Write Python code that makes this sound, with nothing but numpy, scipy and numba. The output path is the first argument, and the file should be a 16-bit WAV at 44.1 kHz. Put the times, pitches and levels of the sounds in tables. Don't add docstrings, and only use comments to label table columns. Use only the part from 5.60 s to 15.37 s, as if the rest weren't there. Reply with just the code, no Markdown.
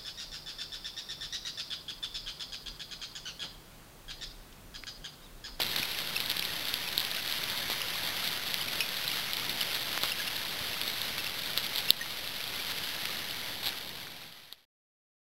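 import sys
import numpy as np
from scipy import signal
from scipy.fft import rfft, irfft
from scipy.io import wavfile
from scipy.ndimage import uniform_filter1d
from numba import njit

SR = 44100
rng = np.random.default_rng(int(sys.argv[2]) if len(sys.argv) > 2 else 0)


def materialize(psi):
    bounded = np.clip(np.atleast_2d(psi).T, -1, 1)
    quanta = np.round(bounded * 32767).astype(np.int16)
    wavfile.write(sys.argv[1], SR, quanta)


def attenuation_scalar(level_db):
    decades = np.asarray(level_db, float) / 20
    return 10 ** decades


N = 430852

# time_s, level_db
SHOWER = [(0.02, -35), (0.4, -36.5), (1.25, -36.5), (1.45, -36), (2.3, -35.5), (2.65, -35), (3.2, -35.5),
          (4.4, -35), (4.65, -36), (5.2, -35.5), (5.9, -36.5), (6.25, -35.5), (6.8, -37.5), (7.05, -35.5),
          (7.8, -38), (8.2, -38), (8.5, -39), (9.04, -38.5)]
# mid_s, lift_db, half_length_ms
FLURRIES = [(0.003, 10.5, 6.1), (0.181, 7, 7), (0.385, 3.5, 25), (0.7, 4, 6), (2.44, 3, 16),
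            (0.927, 2.5, 5), (1.07, 3, 32), (1.689, 1.5, 4.8), (1.725, 2.5, 20.5), (1.841, -3, 6),
            (2.103, 3.5, 13), (2.644, 4, 4), (4.014, 3.5, 8), (3.897, 4, 7.4), (4.152, 5, 9.3),
            (4.442, 8.5, 16), (4.493, 5, 4), (4.604, 2, 16), (4.678, 0, 12.5), (5.281, 1, 11.3),
            (5.641, 0, 3.1), (5.981, 3, 5), (6.041, 3.5, 12.3), (6.185, 6, 16.6), (6.811, 2.5, 14),
            (7.085, 1, 15), (8.045, 4, 25), (8.066, 9.5, 14), (0.02, 5.5, 5), (8.927, 8, 4.2)]
# start_s, dip_db
DIPS = [
    (6.309, -5),
    (8.932, -3.5),
]
# freq_hz, density_db_per_hz
LEAVES = [(290, -40.5), (500, -12.5), (892, -12), (1110, -10), (2140, -3), (2540, -5), (3620, 1.5),
          (3950, 1.5), (5140, -35.5), (8690, -120)]
# mid_s, peak_db, half_length_ms
SMACKS = [(0.0015, -17.5, 0.47), (0.0179, -14.5, 0.33), (0.1631, -18, 0.68), (0.1655, -17, 0.21),
          (0.6035, -12.5, 0.16), (0.7006, -11.5, 0.16), (0.715, -13, 0.22), (1.1407, -10, 0.18),
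          (1.3791, -10.5, 0.48), (1.3967, -18, 0.31), (1.403, -17, 0.28), (1.45, -15.5, 0.22),
          (1.725, -15.5, 0.3), (2.1015, -17, 0.21), (2.6764, -20, 0.35), (2.9428, -9, 0.14),
          (3.4787, -15, 0.33), (3.734, -14, 0.23), (4.4397, -18, 0.22), (5.2152, -11, 0.15),
          (5.4167, -17.5, 0.39), (5.5817, -18.5, 0.28), (5.9762, -6.5, 0.16), (5.9831, -20, 0.25),
          (6.16, -17.5, 0.29), (6.3056, 1.5, 0.23), (4.4349, -12, 0.24), (8.0581, -16.5, 0.25),
          (8.0903, -17.5, 0.17), (8.9262, -9, 0.38)]
# mid_s, peak_db
TICKS = [(0.066, -20), (0.1883, -20), (5.2786, -16.5), (0.474, -21), (0.578, -21), (0.6605, -21),
         (0.769, -18), (0.7946, -16), (0.8518, -19.5), (0.996, -23), (1.0544, -22), (1.0851, -21),
         (1.2882, -22), (1.515, -18.5), (1.568, -20), (1.6776, -20), (1.8395, -20.5), (2.6428, -28),
         (2.7382, -22.5), (3.369, -21), (3.7697, -19), (3.8218, -25), (3.8949, -21), (4.0084, -18),
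         (4.0234, -22), (4.852, -24), (5.0715, -24), (6.6758, -23), (8.0723, -13.5), (8.084, -19)]
# mid_s, peak_db, ring_hz, half_length_ms
PINGS = [(0.2308, -27, 2450, 0.93), (0.565, -25.5, 2640, 2), (1.275, -37, 2520, 2.9), (1.583, -37, 1560, 3),
         (2.2172, -22, 2900, 0.8), (3.0124, -31.5, 2980, 1.6), (3.085, -30.5, 2430, 1.1),
         (3.209, -23, 2880, 1.1), (3.213, -33.5, 2510, 7.6), (3.238, -35, 2480, 2.4),
         (3.5147, -32.5, 2870, 2), (3.7021, -36, 2160, 5.8), (4.0125, -26, 2990, 1.7),
         (4.5185, -29.5, 2760, 2.4), (4.5899, -34, 2780, 1.9), (4.6016, -35.5, 1660, 4.1),
         (4.6776, -29.5, 2790, 2.8), (5.1335, -30, 2680, 1.4), (5.595, -35.5, 2660, 5),
         (5.6655, -30, 2710, 1.7), (6.2896, -30, 2770, 3.5), (6.415, -35, 1865, 5),
         (6.6448, -39.5, 2700, 1.4), (6.996, -38, 2350, 3), (7.5575, -38, 1800, 1.1),
         (7.709, -33, 2920, 0.98), (8.0725, -44, 790, 5.3), (8.125, -45, 1580, 6.2),
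         (8.4299, -40, 2170, 2.6), (8.633, -41, 2500, 2.5)]
# mid_s, peak_db, centre_hz, half_length_ms
THUDS = [(0.0011, -24.5, 746, .5), (0.161, -21, 2000, 0.22), (0.1994, -31.5, 151, 1),
         (0.348, -29, 2720, 0.36), (0.7146, -40, 2030, .2), (0.7666, -26, 2460, 0.28),
         (0.8258, -22, 2560, 0.37), (1.1408, -29, 1880, 0.17), (1.3793, -29, 540, .25),
         (1.5496, -28, 2700, .6), (1.9242, -37, 540, 0.22), (2.1008, -24.5, 550, 0.34),
         (2.118, -32, 700, .35), (2.627, -36, 1510, 0.54), (2.9428, -29, 1900, .15),
         (3.2216, -25, 2630, .5), (4.1582, -30, 1700, .15), (4.377, -15.5, 1600, 0.16),
         (4.435, -23, 540, 0.25), (4.4398, -24.5, 1320, .3), (5.5812, -25, 1700, 0.16),
         (5.976, -29, 1880, .15), (3.2063, -17.5, 2650, 0.47), (6.3056, -23, 298, 0.43),
         (6.4608, -31, 1240, 0.27), (7.4554, -18, 2740, .15), (8.375, -28, 2480, .2),
         (8.471, -30, 1530, .4), (5.1428, -31, 2700, .8), (8.9265, -32, 900, 0.22)]
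# freq_hz, density_db_per_hz
RUMBLE = [(26, -31), (45, -7), (53, -6.5), (139, 0), (430, -5.5), (1000, -6), (1300, -34), (2200, -120)]
# start_s, end_s
FADE_S = (7.87, 9.084)

RECOVER_S = 0.3
TICK_HZ, TICK_HALF_MS = 3673, 0.3
STRAY_DB, SPLASH_DB = 9, 7.5
ECHO_MS, ECHO_DB = 1.5, -13
RUMBLE_DB, RUMBLE_DRIFT_DB, RUMBLE_FOLLOWS_DB_PER_DB = -24.5, 0.85, 0.69
DRONE_HZ = 164.3
CAMERA_HZ, STEPS = 8001.5, 128
CUT_S = 9.052


def shower():
    swell = flurries() * attenuation_scalar(0.5 * walk(25))
    hiss = unit(colour(rng.standard_normal(N), LEAVES)) * attenuation_scalar(0.6 * walk(40)) * swell ** 0.53
    clicks = patter(count=8000, scatter_db=0.0) * attenuation_scalar(1.2 * walk(30)) * swell
    crackle = tinkle(count=3000, low_hz=3137, high_hz=3894, half_s=0.00028, scatter_db=3.0)
    crackle = crackle * swell ** 1.3
    ring = tinkle(count=1500, low_hz=901.0, high_hz=3813, half_s=0.002, scatter_db=2.0)
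    mix = attenuation_scalar(-3) * hiss + attenuation_scalar(-4.5) * clicks + attenuation_scalar(-6.5) * crackle + attenuation_scalar(-11.5) * ring
    return attenuation_scalar(rain_db(np.arange(N) / SR)) * mix


def patter(count, scatter_db):
    when, rarity, side = rng.random((count, 3)).T
    clicks = np.zeros(N)
    size = attenuation_scalar(-scatter_db * np.log(rarity + 0.0045))
    np.add.at(clicks, (when * N).astype(int), size * np.sign(side - 0.5))
    return unit(colour(clicks, LEAVES))


def tinkle(count, low_hz, high_hz, half_s, scatter_db):
    when, pitch, length, rarity, phase = rng.random((count, 5)).T
    hz = low_hz * (high_hz / low_hz) ** np.sqrt(pitch)
    size = attenuation_scalar(-scatter_db * np.log(rarity + 0.0083))
    half_s = half_s * (0.3 + length)
    return unit(rings(when * N / SR, hz, half_s, size, phase, rise=0.45, fall=1.8, glide=0.004))


def flurries():
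    t, db = np.arange(0, N, 32) / SR, 0
    for mid_s, lift_db, half_ms in FLURRIES:
        u = 1000 * (t - mid_s) / max(half_ms, 2)
        shape = np.exp(-(u / np.where(u < 0, 0.45, 1.6)) ** 2 / 2)
        db = np.maximum(db, lift_db * shape)
    return attenuation_scalar(np.interp(np.arange(N) / SR, t, db))


def rain_db(t):
    s, db = np.transpose(SHOWER)
    return np.interp(t, s, db) + ducking_db(t)


def ducking_db(t):
    return sum(db * np.exp(-np.abs(t - s) / RECOVER_S) * (t > s) for s, db in DIPS)


def ticks():
    light = [(s, db, TICK_HALF_MS) for s, db in TICKS]
    s, db, half_ms = np.vstack([SMACKS, light, strays(count=35), splashes(count=2)]).T
    pitch, side, phase = rng.random((len(s), 3)).T
    s = np.round(s * CAMERA_HZ) / CAMERA_HZ
    hz = TICK_HZ * (1 + 0.085 * (pitch - 0.5))
    half_s = np.clip(half_ms, 0.1, 2) / 1000
    echo = rings(s + ECHO_MS / 1000, hz, 1.3 * half_s, attenuation_scalar(db + ECHO_DB), phase,
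                 rise=0.73, fall=1.3, glide=0.0037)
    crest = np.round(side) / 2 + 0.11 * (phase - 0.5)
    return echo + rings(s, hz, half_s, attenuation_scalar(db + 0.5), crest, rise=0.87, fall=1.3, glide=0.0047)


def strays(count):
    when, level, length = rng.random((count, 3)).T
    s = when * CUT_S
    db = rain_db(s) + STRAY_DB + 4 * level
    return np.transpose([s, db, TICK_HALF_MS * (0.91 + 0.71 * length ** 2)])


def splashes(count):
    mid_s, lift_db, half_ms = np.repeat(FLURRIES, count, axis=0).T
    when, level, length = rng.random((len(mid_s), 3)).T
    s = np.abs(mid_s + half_ms / 1000 * (3.7 * when - 0.9))
    db = rain_db(s) + SPLASH_DB + 0.64 * lift_db + 4 * level
    return np.transpose([s, db, TICK_HALF_MS * (0.7 + 1.1 * length ** 2)])


def pings():
    ring = push_pull(PINGS, gain_db=3.0, rise=0.5, fall=1.7, glide=0.001)
    return ring * attenuation_scalar(3.0 * walk(600))


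def thuds():
    return push_pull(THUDS, gain_db=3.5, rise=0.93, fall=1.1, glide=0.002)


def push_pull(table, gain_db, rise, fall, glide):
    s, db, hz, half_ms = np.transpose(table)
    half_s = np.clip(half_ms, 0.1, 15) / 1000
    quarter_turn = np.full(len(s), 1 / 4)
    return rings(s, hz, half_s, attenuation_scalar(db + gain_db), quarter_turn, rise, fall, glide)


def rumble():
    wash = attenuation_scalar(1.2 * walk(9)) * unit(colour(rng.standard_normal(N), RUMBLE))
    drone = unit(signal.lfilter(*signal.iirpeak(DRONE_HZ, 25, fs=SR), rng.standard_normal(N)))
    follow_db = RUMBLE_FOLLOWS_DB_PER_DB * rain_db(np.arange(N) / SR)
    level = attenuation_scalar(RUMBLE_DB + RUMBLE_DRIFT_DB * walk(2) + follow_db)
    return level * (wash + attenuation_scalar(-15.0) * drone)


@njit
def rings(when_s, hz, half_s, size, phase, rise, fall, glide):
    out = np.zeros(N)
    for k in range(len(when_s)):
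        mid, half = int(when_s[k] * SR), half_s[k] * SR
        for i in range(max(-int(4 * half), -mid), min(int(6 * half), N - mid)):
            u = i / (half * (rise if i < 0 else fall))
            turn = hz[k] * i / SR * (1 + glide * i / half) + phase[k]
            out[mid + i] += size[k] * np.exp(-u * u / 2) * np.cos(2 * np.pi * turn)
    return out


def unit(x):
    return x / np.sqrt(np.mean(x ** 2))


def colour(x, points):
    size = 4096
    hz, db = np.transpose(points)
    bins_hz = np.fft.rfftfreq(size, 1 / SR)
    log_gain = np.interp(np.log(bins_hz + 1), np.log(hz), db) * np.log(10) / 20
    cepstrum = irfft(log_gain)
    cepstrum[1:size // 2] *= 2
    cepstrum[size // 2 + 1:] = 0
    return signal.fftconvolve(x, irfft(np.exp(rfft(cepstrum))))[:N]


def walk(rate_hz):
    k = int(SR / rate_hz)
    held = np.repeat(rng.standard_normal(N // k + 1), k)
    return unit(uniform_filter1d(uniform_filter1d(held, k), k)[:N])


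def scene():
    return (shower() + ticks() + pings() + thuds() + rumble())[None]


def low_pass(x):
    return signal.sosfilt(signal.butter(12, 17160, fs=SR, output="sos"), x)


def record(dry):
    guard = signal.butter(7, 4230, fs=SR, output="sos")
    guarded = signal.sosfiltfilt(guard, dry[0])
    step = np.floor(np.arange(N) * CAMERA_HZ / SR)
    taken = np.interp(step * SR / CAMERA_HZ, np.arange(N), guarded)
    held = np.floor(np.clip(taken, -0.8, 0.8) * STEPS) / STEPS
    t = np.arange(N) / SR
    start_s, end_s = FADE_S
    fade = np.clip((end_s - t) / (end_s - start_s), 0, 1) * (t < CUT_S)
    top = signal.ellip(10, 0.15, 36, 15750, fs=SR, output="sos")
    mix = signal.sosfiltfilt(top, held * fade)[None]
    return low_pass(mix)


dry = scene()
out = record(dry)
materialize(out)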